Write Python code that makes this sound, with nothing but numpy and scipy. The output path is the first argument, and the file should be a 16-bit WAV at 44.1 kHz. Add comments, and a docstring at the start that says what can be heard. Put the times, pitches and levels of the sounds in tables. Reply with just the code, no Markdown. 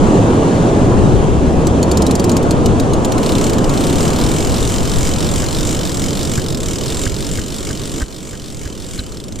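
"""A fishing reel is cranked close by: lone ratchet clicks run into a fast rattle, then slow again.
Each tooth is a noise burst that rings the reel's modes; the handle knocks, and the metal squeaks once.
Behind it heavy surf roars on a beach, noise shaped in pitch and level that sinks as the winding goes on.
Wind noise rumbles almost separately on the two ports of a body-worn camera's microphone, low hums glide
early on, one deep puff pushes in, and the whole level drops after the hard knocks and creeps back."""
import sys
import numpy as np
from scipy import signal
from scipy.fft import rfft, irfft
from scipy.io import wavfile
from scipy.ndimage import uniform_filter1d

SR = 44100
rng = np.random.default_rng(int(sys.argv[2]) if len(sys.argv) > 2 else 0)


def master_out(mix):
    """Clip the mix to full scale and print it as 16-bit PCM to the path in sys.argv[1]."""
    frames = np.transpose(np.atleast_2d(mix))
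    ceiling = np.clip(frames, -1, 1)
    pcm = np.round(ceiling * 32767).astype(np.int16)
    wavfile.write(sys.argv[1], SR, pcm)


N = 414540  # length in samples

# knocks of the handle: t/s, clack/dB before the mode levels, change per bounce/dB, thump/dB, thump f/Hz,
# drop of the whole level afterwards/dB (negative counts as none)
KNOCKS = [(5.429, -15, -5, -29, 80, 0.5), (6.378, -14.5, -3, -8, 95, 1.66), (7.064, -11, -15, -9, 90, 3),
          (7.385, -11, -8, -12, 85, 2.5), (7.704, -12, -6, -11, 85, 1.3), (8.006, -14, 0, -23, 70, 0),
          (8.019, -10.5, -7, -3, 48, 7), (8.331, -13, -2, -10, 80, 0.5), (8.656, -13, -2.5, -5, 84, -5),
          (8.986, -13.5, -1, -7, 59.3, 1.5)]
TEETH = 15  # on the ratchet wheel
RISE_S = 0.0008  # attack of a click and its ringing


def amp(db):
    """Level in dB to amplitude."""
    return 10 ** (np.asarray(db) / 20)


def unit(x):
    """Scales to an RMS of one."""
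    return x / np.sqrt(np.mean(x ** 2) + 1e-20)


def curve(rows):
    """Each column of a table of timed rows, at every sample."""
    s, *columns = np.transpose(rows)
    return [np.interp(np.arange(N) / SR, s, column) for column in columns]


def across(rows, hz):
    """Each column of a table of frequency rows, at the given frequencies on a log scale."""
    f, *columns = np.transpose(rows)
    return [np.interp(np.log(hz + 1), np.log(f + 1), column) for column in columns]


def add(mix, s, sound):
    """Mixes a sound in at a time in seconds."""
    part = mix[..., max(round(s * SR), 0):][..., :sound.shape[-1]]
    part += sound[..., :part.shape[-1]]


def ports(pair, table):
    """Turns two unrelated signals into left and right ports with likeness, phase lead and balance by pitch."""
    a, b = rfft(pair)
    same, lead, balance_db = across(table, np.fft.rfftfreq(N, 1 / SR))
    same = np.clip(same, 0, 1)
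    right = same * a + np.sqrt(1 - same ** 2) * b
    right = right * np.exp(-1j * lead)
    return irfft(np.array([a * amp(balance_db / 2), right * amp(-balance_db / 2)]), N)


def churn(spectrum, patchy_db, flicker_db):
    """Two unrelated noises with drifting patches and a quick flicker shared by all pitches."""
    hz, _, z = signal.stft(rng.standard_normal((2, N)), SR, nperseg=2048, noverlap=1536)
    patches = uniform_filter1d(rng.standard_normal(z.shape[1:]), size=12, axis=0)
    patches = uniform_filter1d(patches, size=7, axis=1)
    flicker = rng.standard_normal(z.shape[-1])
    level_db = across(spectrum, hz)[0][:, None] + patchy_db * unit(patches) + flicker_db * flicker
    noise = signal.istft(z * amp(level_db), SR, nperseg=2048, noverlap=1536)[1]
    return unit(noise[:, :N])


def colour(x, spectrum, size=2048):
    """A causal minimum-phase filter of unit energy: attacks stay sharp."""
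    log_gain = np.log(amp(across(spectrum, abs(np.fft.fftfreq(size, 1 / SR)))[0]))
    response = np.exp(np.conj(signal.hilbert(log_gain)))
    taps = np.fft.ifft(response).real[:size // 2]
    return signal.oaconvolve(x, taps[None] / np.linalg.norm(taps), axes=1)[:, :N]


def turns():
    """How far the crank has turned at every sample: the hand pushes and pulls, so it surges twice a turn."""
    # steady winding: t/s, speed/(ratchet teeth per s)
    hand_speed = [(3.23, 29.4), (3.44, 37.6), (3.58, 15.7), (3.99, 40.8), (4.22, 36.3), (4.35, 44.6),
                  (5.31, 45.6), (5.75, 50.9), (5.97, 40.2), (6.18, 49.1), (6.49, 47.2), (6.6, 35.4),
                  (6.97, 46.3), (8.0, 48.8), (8.65, 45.8), (8.78, 38.1), (8.85, 48.1), (9.25, 27.0)]
    wind_up_s = 3.227
    surge, surge_at = 0.085, 0.583  # share of the speed; place of a surge in turns
    speed, = curve(hand_speed)
    winding = np.arange(N) / SR >= wind_up_s
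    even = np.cumsum(speed * winding) / SR / TEETH
    return even + surge / (4 * np.pi) * np.sin(4 * np.pi * (even - surge_at))


def surf(turn_from_s=1.88, turn_by_s=7.0):
    """The deep roar of the breakers and the brighter wash of their foam, from a direction that slowly shifts."""
    # the breaker dies away, then the sea holds steadier: t/s, roar/dB, foam/dB, both before the layer gains
    swell = [(0, -13.5, -24.5), (1.1, -14, -26.5), (1.35, -16.5, -28), (1.8, -14.5, -27), (3.1, -16, -27.5),
             (4.1, -17.5, -27.5), (4.75, -22, -30), (5.5, -22.5, -31.5), (6.3, -23, -35.5),
             (7.0, -24.5, -37.5), (8.2, -24, -35.5), (9.4, -24.5, -37.5)]
    # noise shapes: f/Hz, relative level per Hz/dB
    roar_shape = [(50, -6.5), (110, -1), (160, 0), (220, -1), (285, 0), (370, -3), (490, -6), (600, -10),
                  (720, -12.5), (1000, -23.5), (1600, -63)]
    foam_shape = [(450, -27), (670, 1), (800, 0), (1020, -0.5), (1300, -4), (1600, -9.5), (2050, -16),
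                  (3000, -15.5), (3800, -19.5), (5000, -22.5), (7200, -18), (9500, -26.5), (11000, -35),
                  (15000, -61)]
    # the sea at the ports, facing it and then with the camera turned along the shore:
    # f/Hz, likeness (0-1), lead of the left/rad, left over right/dB
    sea_ports = [(100, .85, -.2, 1), (330, .96, -.1, -1.2), (500, .92, 0, -2), (600, .65, 0, -3.5),
                 (700, .58, 1.1, -2), (850, .5, .7, -1), (1100, .7, 1.2, 1), (1450, .55, 2.5, 3.5),
                 (1800, .15, 1.5, 4), (2500, .55, 0, 1), (3450, .97, 0, 0), (4100, .96, 0, 0),
                 (5000, .4, .7, 0), (7000, .45, 2.2, 0), (9000, .2, 2.5, 0)]
    shore_ports = [(130, .55, -.3, -1), (190, .93, -.2, -1), (240, .85, -.3, -1), (420, .92, -.25, -1.5),
                   (540, .65, -.4, -2.5), (610, .15, 1.2, -4), (700, .65, 2.7, -2), (850, .7, 2.6, -.5),
                   (1050, .45, 1.5, -2), (1300, .55, .6, 1), (1800, .3, 1.3, 1), (2500, .6, 0, 0),
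                   (3700, .96, 0, 0), (9000, .2, 1, 0)]
    roar_gain_db, foam_gain_db = 3.0, 2.5
    lean_db = -1  # left over right, added once the camera has turned
    roar_db, foam_db = curve(swell)
    turned, = curve([(turn_from_s, 0), (turn_by_s, 1)])
    out = np.zeros((2, N))
    for share, table in ((1 - turned, sea_ports), (turned, shore_ports)):
        roar = amp(roar_db + roar_gain_db) * churn(roar_shape, patchy_db=0.36, flicker_db=0.1)
        foam = amp(foam_db + foam_gain_db) * churn(foam_shape, patchy_db=1.36, flicker_db=0.8)
        out += np.sqrt(share) * ports(roar + foam, table)
    return out * amp(lean_db * np.array([turned, -turned]) / 2)


def wind(sway_db=1.0, sway_at=0.38, gain_db=6.5):
    """Eddies buffet each port almost separately, and swell as the winding arm swings past."""
    # strength of the wind: t/s, level before the gain/dB
    strength = [(0, -16), (0.3, -49), (0.6, -46), (1.0, -21.5), (1.6, -26.5), (2.1, -44), (2.7, -23.5),
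                (3.2, -30), (4.0, -27), (5.0, -22.5), (6.3, -28.5), (7.2, -28), (8.2, -29.5), (8.8, -25.5)]
    # which port the wind favours: t/s, left over right/dB
    favour = [(0, -8), (1.1, 13.5), (4.2, 6.5), (5.7, -2), (7.2, -1), (8.2, -3.5), (9.4, 1)]
    # noise shape: f/Hz, relative level per Hz/dB
    buffet_shape = [(10, 1), (25, -2.5), (60, -2.5), (110, -3.5), (170, -7.5), (260, -16), (600, -37),
                    (1500, -76)]
    # wind at the ports: f/Hz, likeness (0-1), lead of the left/rad, left over right/dB
    wind_ports = [(30, .2, -.5, -.7), (70, .22, -.4, .5), (200, .3, -.2, 0)]
    (wind_db,), (side_db,) = curve(strength), curve(favour)
    arm_db = sway_db * np.cos(2 * np.pi * (turns() - sway_at))
    eddies = amp(wind_db + arm_db + gain_db) * churn(buffet_shape, patchy_db=0.5, flicker_db=2.0)
    return ports(eddies, wind_ports) * amp([side_db / 2, -side_db / 2])


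def hums(waver=0.006, flutter=0.08):
    """Two low sine tones glide under the roar and waver in pitch and level."""
    # one table per hum: t/s, f/Hz, level/dB
    hum_tables = [
        [(0, 110, -21), (.25, 107, -20), (.5, 116, -21), (.75, 123, -18), (.95, 118, -22), (1.15, 117, -50)],
        [(.8, 58, -45), (.98, 58, -16), (1.2, 63, -20), (1.5, 66, -17), (1.85, 70, -17), (2.08, 71.5, -18),
         (2.2, 69, -20), (2.35, 66, -50)],
    ]
    t, out = np.arange(N) / SR, np.zeros(N)
    for table in hum_tables:
        hz, db = curve(table)
        wobble, shake = unit(uniform_filter1d(rng.standard_normal((2, N)), size=2000, axis=1))
        sounding = (t >= table[0][0]) & (t < table[-1][0])
        phase = 2 * np.pi * np.cumsum(hz * (1 + waver * wobble)) / SR
        out += amp(db) * sounding * (1 + flutter * shake) * np.sin(phase)
    return out


def teeth(slow_db=-0.5, jitter_s=0.0005):
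    """One click as each tooth passes the pawl, a little unevenly, softer when slow: rows of t/s, level/dB."""
    wind_down_s = 9.015
    tooth_db, cruise_teeth_per_s = -24.5, 45  # click level at the usual speed, before the layer gain
    push_db, push_at = 0.64, 0.56  # harder strikes with each push and pull: swing, place in turns
    turn = turns()
    at = np.flatnonzero(np.diff(np.floor(turn * TEETH)) > 0)
    at = at[at < wind_down_s * SR]
    rate = np.diff(turn)[at] * TEETH * SR
    s = at / SR + jitter_s * rng.standard_normal(len(at))
    speed_db = -slow_db * np.log2(rate / cruise_teeth_per_s)  # slow_db is the change at half speed
    hand_db = push_db * np.cos(4 * np.pi * (turn[at] - push_at))
    return np.column_stack([s, tooth_db + speed_db + hand_db])


def pawl(rows, chatter_db, scrape_db, uneven_db, rub_db):
    """The pawl snaps down, chatters until its spring settles it, then rubs and scrapes up the next tooth."""
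    snap_s, chatter_s, settle_s = 0.0014, 0.012, 0.0118  # snap decay, chatter decay, end of the chatter
    t, out = np.arange(SR // 30) / SR, np.zeros((2, N))
    noises = rng.standard_normal((len(rows), 2, len(t)))
    chances = rng.standard_normal((len(rows), 4))
    for (s, db, *_), noise, (force, bounce, late, drag) in zip(rows, noises, chances):
        snap = np.exp(-t / snap_s)
        chatter = amp(chatter_db + 1.5 * bounce) * np.exp(-t / chatter_s - (t / settle_s) ** 6)
        scrape = amp(scrape_db + 3 * drag) * np.exp(-((t - 0.015 - 0.002 * late) / 0.002) ** 2)
        rub = amp(rub_db) * (1 - t / t[-1])
        shape = (snap + chatter + scrape + rub) * (1 - np.exp(-t / RISE_S))
        shape /= np.sqrt(np.mean(shape[:SR // 100] ** 2))  # RMS of one over the first 10 ms
        add(out, s, amp(db + uneven_db * force) * shape * noise)
    return out


def pings(rows):
    """The pawl rings on two notes after a lone click, at pitches set by how it meets the tooth."""
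    t60_s = 0.042
    t, out = np.arange(SR // 20) / SR, np.zeros(N)
    for s, db, low_hz, low_db, high_hz, high_db in rows:
        low = amp(low_db) * np.sin(2 * np.pi * low_hz * t)
        high = amp(high_db) * np.sin(2 * np.pi * high_hz * t)
        decay = amp(db - 60 * t / t60_s) * (1 - np.exp(-t / RISE_S))
        add(out, s + RISE_S, decay * (low + high))
    return out


def ring(rows):
    """Each click rings the modes of spool and housing, in a mix that changes with the place of the crank."""
    # as the spool slides out and back each mode has its own best place in a turn: f/Hz,
    # level against the click before gain and chance/dB, t60/s, best place/turns, loss half a turn away/dB
    modes = [(1950, -13, .02, 0.56, 30), (2225, -6, 0.036, 0.54, 16), (2490, -15, .024, 0.76, 4),
             (3040, 0, 0.025, 0.77, 14.5), (3654, 1.5, 0.021, 0.23, 12), (4123, -1.5, 0.022, .02, 6),
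             (5030, -1, 0.03, 0.72, 13), (5380, -3.5, 0.033, .14, 18), (5800, -0.5, 0.019, 0.5, 35),
             (5830, -3, 0.023, 0.79, 28), (6680, -3, .024, 0.36, 32), (7010, 1, 0.024, 0.82, 26),
             (7240, 2, 0.027, 0.36, 23), (7650, -3, 0.09, 0.42, 9), (8900, -1, 0.018, 0.29, 3.5)]
    gain_db, chance_db = 1.5, 6.5  # chance varies the level from strike to strike
    detune = 1.9  # most cycles gained or lost over one t60
    t, turn, out = np.arange(SR // 24) / SR, turns(), np.zeros((2, N))
    hz, mode_db, t60, place, loss_db = np.transpose(modes)[..., None]
    decay = amp(mode_db - 60 * t / t60) * (1 - np.exp(-t / RISE_S))
    chances = rng.uniform(-0.89, 1, (len(rows), 4, len(modes), 1))
    for (s, db, *_), chance in zip(rows, chances):
        away = np.sin(np.pi * (turn[round(s * SR)] - place)) ** 2
        level = amp(db + gain_db - loss_db * away + chance_db * chance[0])
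        # the last two chances give each port its own starting phase
        phase = 2 * np.pi * (hz + detune * chance[1] / t60) * t + np.pi * chance[2:]
        add(out, s, np.sum(level * decay * np.sin(phase), axis=1))
    return out


def whirr(blows, grit_db=2):
    """Gears and line rub on between the clicks: gritty noise that follows the strength of the blows."""
    # how hard the gears rub: t/s, level before a 5 dB cut/dB
    rubbing = [(3.15, 1), (3.25, 8.5), (3.5, 2.5), (3.57, -1), (3.75, 6), (3.9, 4.5), (4.4, 4.5), (6.38, 0),
               (6.43, 1), (6.56, -11), (6.62, 1.5), (8.8, 3), (9.0, 6.5), (9.14, 5.5), (9.28, 1.5)]
    effort = np.sqrt(abs(uniform_filter1d(np.mean(blows ** 2, axis=0), size=3500)))
    grit = unit(uniform_filter1d(rng.standard_normal(N), size=70))
    grit = unit(amp(grit_db * grit))
    return amp(curve(rubbing)[0] - 5) * effort * grit * rng.standard_normal((2, N))


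def swing(x):
    """The spool slides out and back once a turn, and the colour rocks between the reel's resonances."""
    # f/Hz, swing/dB, loudest place/turns (quietest where the swing is negative)
    resonances = [(1500, -0.2, 0.38), (2980, 0.6, 0.61), (3500, 2, 0.12), (4400, 0.9, 0.04),
                  (4770, 1, 0.21), (5430, 0.5, 0.19), (6040, 0.5, 0.53), (7000, 3, 0.61), (7700, 1, 0.6),
                  (8950, 1, 0.42), (12000, 0.3, 0.32)]
    hz, s, z = signal.stft(x, SR, nperseg=512)
    depth_db, place = across(resonances, hz)
    turn = np.interp(s * SR, np.arange(N), turns())
    rock = np.cos(2 * np.pi * (turn - place[:, None])) * (turn > 0)
    return signal.istft(z * amp(depth_db[:, None] * rock), SR, nperseg=512)[1][:, :N]


def ratchet(fast_from_s=2.7, fast_by_s=3.5, lone_ring_db=-3):
    """Early clicks are thin and bright; the fast run shakes the housing, and gears clatter under load."""
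    # lone clicks as the crank starts and as it slows: t/s, level before the layer gain/dB,
    # low ring f/Hz, its level against the table's click/dB, high ring f/Hz, its level likewise/dB
    lone_clicks = [(1.669, -23, 6000, 2, 7725, 2), (1.8275, -21.5, 4355, 4, 6850, 6),
                   (1.914, -19.5, 4500, 1, 7200, 2), (1.972, -19, 4670, -5, 6900, 3),
                   (2.02, -20.5, 5070, 1, 6900, -3), (2.065, -20.5, 3900, 2, 5670, -3),
                   (2.11, -20.5, 3970, -3, 7550, -14), (2.153, -20.5, 4850, 0, 6800, -16),
                   (2.196, -22, 4600, 3, 7600, -9), (2.241, -22, 5400, -5, 7580, 0),
                   (2.294, -20.5, 4100, -5, 7300, -5), (2.316, -26, 4200, -12, 6800, 8),
                   (2.367, -19.5, 5000, -6, 6700, -2), (2.428, -30, 4300, -10, 6560, -2),
                   (2.508, -20, 4240, 2, 6700, -5), (2.659, -21, 2940, 1, 7150, -13),
                   (2.798, -23, 3840, 0, 6700, -2), (2.934, -24.5, 4340, -9, 6520, 3),
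                   (3.047, -21.5, 4400, -10, 7100, 1), (3.12, -22, 4000, -15, 5830, 2),
                   (3.18, -24, 4320, -11, 7240, -7), (9.036, -25, 4300, -3, 7100, -6),
                   (9.064, -23, 4700, -2, 7560, -2), (9.094, -30, 4000, -4, 7100, -5),
                   (9.12, -22, 4200, -1, 7100, -6), (9.144, -24.5, 5000, -2, 7100, -5),
                   (9.17, -23, 5200, 1, 7600, -4), (9.2, -24, 5000, -1, 7140, -4),
                   (9.239, -23, 4400, -4.5, 7640, -1), (9.282, -23.5, 5450, -2, 7100, 0),
                   (9.322, -24, 4200, -3, 6300, 5), (9.357, -24, 5000, -5, 7600, 0),
                   (9.388, -23, 4300, -3, 7100, 2)]
    # noise shapes of early clicks, later clicks, rubbing and loaded gears: f/Hz, relative level per Hz/dB
    slow_shape = [(1200, -13), (2500, -5), (3500, -7.5), (4500, -0.5), (5700, -3), (7200, 1.5), (8500, -3),
                  (10000, -4.5), (11300, -12.5), (13000, -11), (15500, -22)]
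    fast_shape = [(700, -13), (1300, -1.5), (2000, -2), (2700, -7), (3600, 2.5), (4200, 1.5), (4650, 0.5),
                  (5200, 3), (6300, -1), (6600, 1), (7300, 5.5), (8300, -4.5), (9600, -3.5), (11300, -13.5),
                  (12500, -10), (15500, -13.5)]
    whirr_shape = [(700, -24), (1400, -3.5), (2300, -3), (3100, 3.5), (3900, -7), (4600, -2), (5100, -5),
                   (6300, 0), (7150, 1.5), (7450, -1), (7660, 5.5), (7950, 1), (9500, -2), (11300, -17.5),
                   (12600, -12), (14600, -19), (15500, -43)]
    clatter_shape = [(1200, -20), (2200, 3), (2600, -3), (3000, 4), (3500, -10), (4200, 10), (4800, -4),
                     (9000, -24)]
    # load on the gears while the spool is run up to speed: t/s, level against the blows/dB
    gear_load = [(3.15, -11), (3.25, -1), (3.48, -9), (3.6, -16), (3.82, -13), (4.0, -12), (4.22, -10),
                 (4.6, -29), (5.2, -43)]
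    # the reel at the ports: f/Hz, likeness (0-1), lead of the left/rad, left over right/dB
    reel_ports = [(1200, .6, .5, 0), (1900, .4, .4, 1), (2300, .82, 0, 0), (3100, .985, 0, 0),
                  (3700, .998, 0, 0), (4700, .988, 0, 0), (5200, .94, 0, 0), (6100, .91, .1, 0),
                  (6600, .7, .55, .3), (7400, .55, .9, .7), (8300, .3, -.9, 1), (11000, .25, 0, 1),
                  (13500, .85, 0, .8)]
    run = teeth()
    slow = pawl(lone_clicks, chatter_db=-5, scrape_db=-22, uneven_db=0.2, rub_db=-34)
    fast = pawl(run, chatter_db=-2, scrape_db=-11, uneven_db=0.5, rub_db=-19)
    blows = amp(-2.7) * slow + amp(-1.5) * fast
    share, = curve([(fast_from_s, 0), (fast_by_s, 1)])
    housing = blows * share
    body = colour(blows - housing, slow_shape) + colour(housing, fast_shape)
    body += colour(whirr(housing), whirr_shape)
    clatter = colour(housing * amp(curve(gear_load)[0]), clatter_shape)
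    ringing = ring(run) + amp(lone_ring_db) * ring(lone_clicks)
    return ports(swing(body) + clatter + ringing, reel_ports) + pings(lone_clicks)


def gust():
    """A single eddy pushes on both ports: one deep puff."""
    centre_s, length_s, hz, db = 3.7, 0.046, 24.2, -13
    t = np.arange(N) / SR - centre_s
    return -amp(db) * np.exp(-(t / length_s) ** 2) * np.cos(2 * np.pi * hz * t)


def crank(thump_cycles=0.5, bounce_s=0.0068, count=4):
    """Play in the handle gives a dry clack that rattles to rest, and a thump that travels down the rod."""
    # the handle's modes: f/Hz, level/dB against the clack, t60/s
    handle_modes = [(1260, 0.5, 0.0099), (1460, -12, 0.014), (1595, 1.5, 0.016), (1900, -9, 0.019),
                    (2020, -7, 0.012)]
    t, out = np.arange(SR // 8) / SR, np.zeros(N)
    chances = rng.standard_normal((len(KNOCKS), count, 2))
    for (s, clack_db, bounce_db, thump_db, thump_hz, _), chance in zip(KNOCKS, chances):
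        age = t * thump_hz / thump_cycles  # one at the peak of the thump
        swell = (age * np.exp(1 - age)) ** 2
        add(out, s, amp(thump_db) * swell * np.cos(2 * np.pi * thump_cycles * (age - 1)))
        for bounce, (pitch, late) in enumerate(chance):
            clack = np.zeros(len(t))
            for k, (hz, db, t60) in enumerate(handle_modes):
                mode = np.sin(2 * np.pi * hz * (1 + 0.025 * pitch) * t)
                clack += (-1) ** k * amp(db - 60 * t / t60) * mode
            clack *= amp(clack_db + bounce * bounce_db) * (1 - np.exp(-t / 0.0017))
            add(out, s + bounce * bounce_s * (1 + 0.158 * late), clack)
    return out


def squeak(length_s=0.0051, rough=0.15, fall_hz_per_s=40000):
    """A very short, harsh, falling chirp of rubbing metal."""
    centre_s, centre_hz, db = 8.994, 4100, -10
    t = np.arange(N) / SR - centre_s
    slip = rough * np.cumsum(rng.standard_normal(N))  # random phase drift
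    phase = 2 * np.pi * (centre_hz - fall_hz_per_s * t / 2) * t + slip
    return amp(db) * np.exp(-(t / length_s) ** 2) * np.sin(phase)


def dips():
    """The level of everything falls quickly after each hard knock and creeps back."""
    after_s, fall_s, recover_db_per_s = 0.0082, 0.011, 2.7
    t, down_db = np.arange(N) / SR, np.zeros(N)
    for s, *_, drop_db in KNOCKS:
        down_db += max(drop_db, 0) * np.clip((t - s - after_s) / fall_s, 0, 1)
    down_db -= recover_db_per_s * t
    # the running minimum stops the recovery at full level
    return amp(np.minimum.accumulate(down_db) - down_db)


def scene():
    """The reel in front of sea and wind, all under the same dips in level."""
    background = surf() + wind() + hums() + gust()
    reel = ratchet() + crank() + squeak()
    return (background + reel) * dips()


def record(dry):
    """The loudest peaks clip; then a low-pass takes off the top of the band."""
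    low_pass = signal.firwin(151, 15400, window=("kaiser", 9), fs=SR)  # cutoff in Hz
    return signal.oaconvolve(np.clip(dry, -1, 1), low_pass[None], "same")


dry = scene()
out = record(dry)
master_out(out)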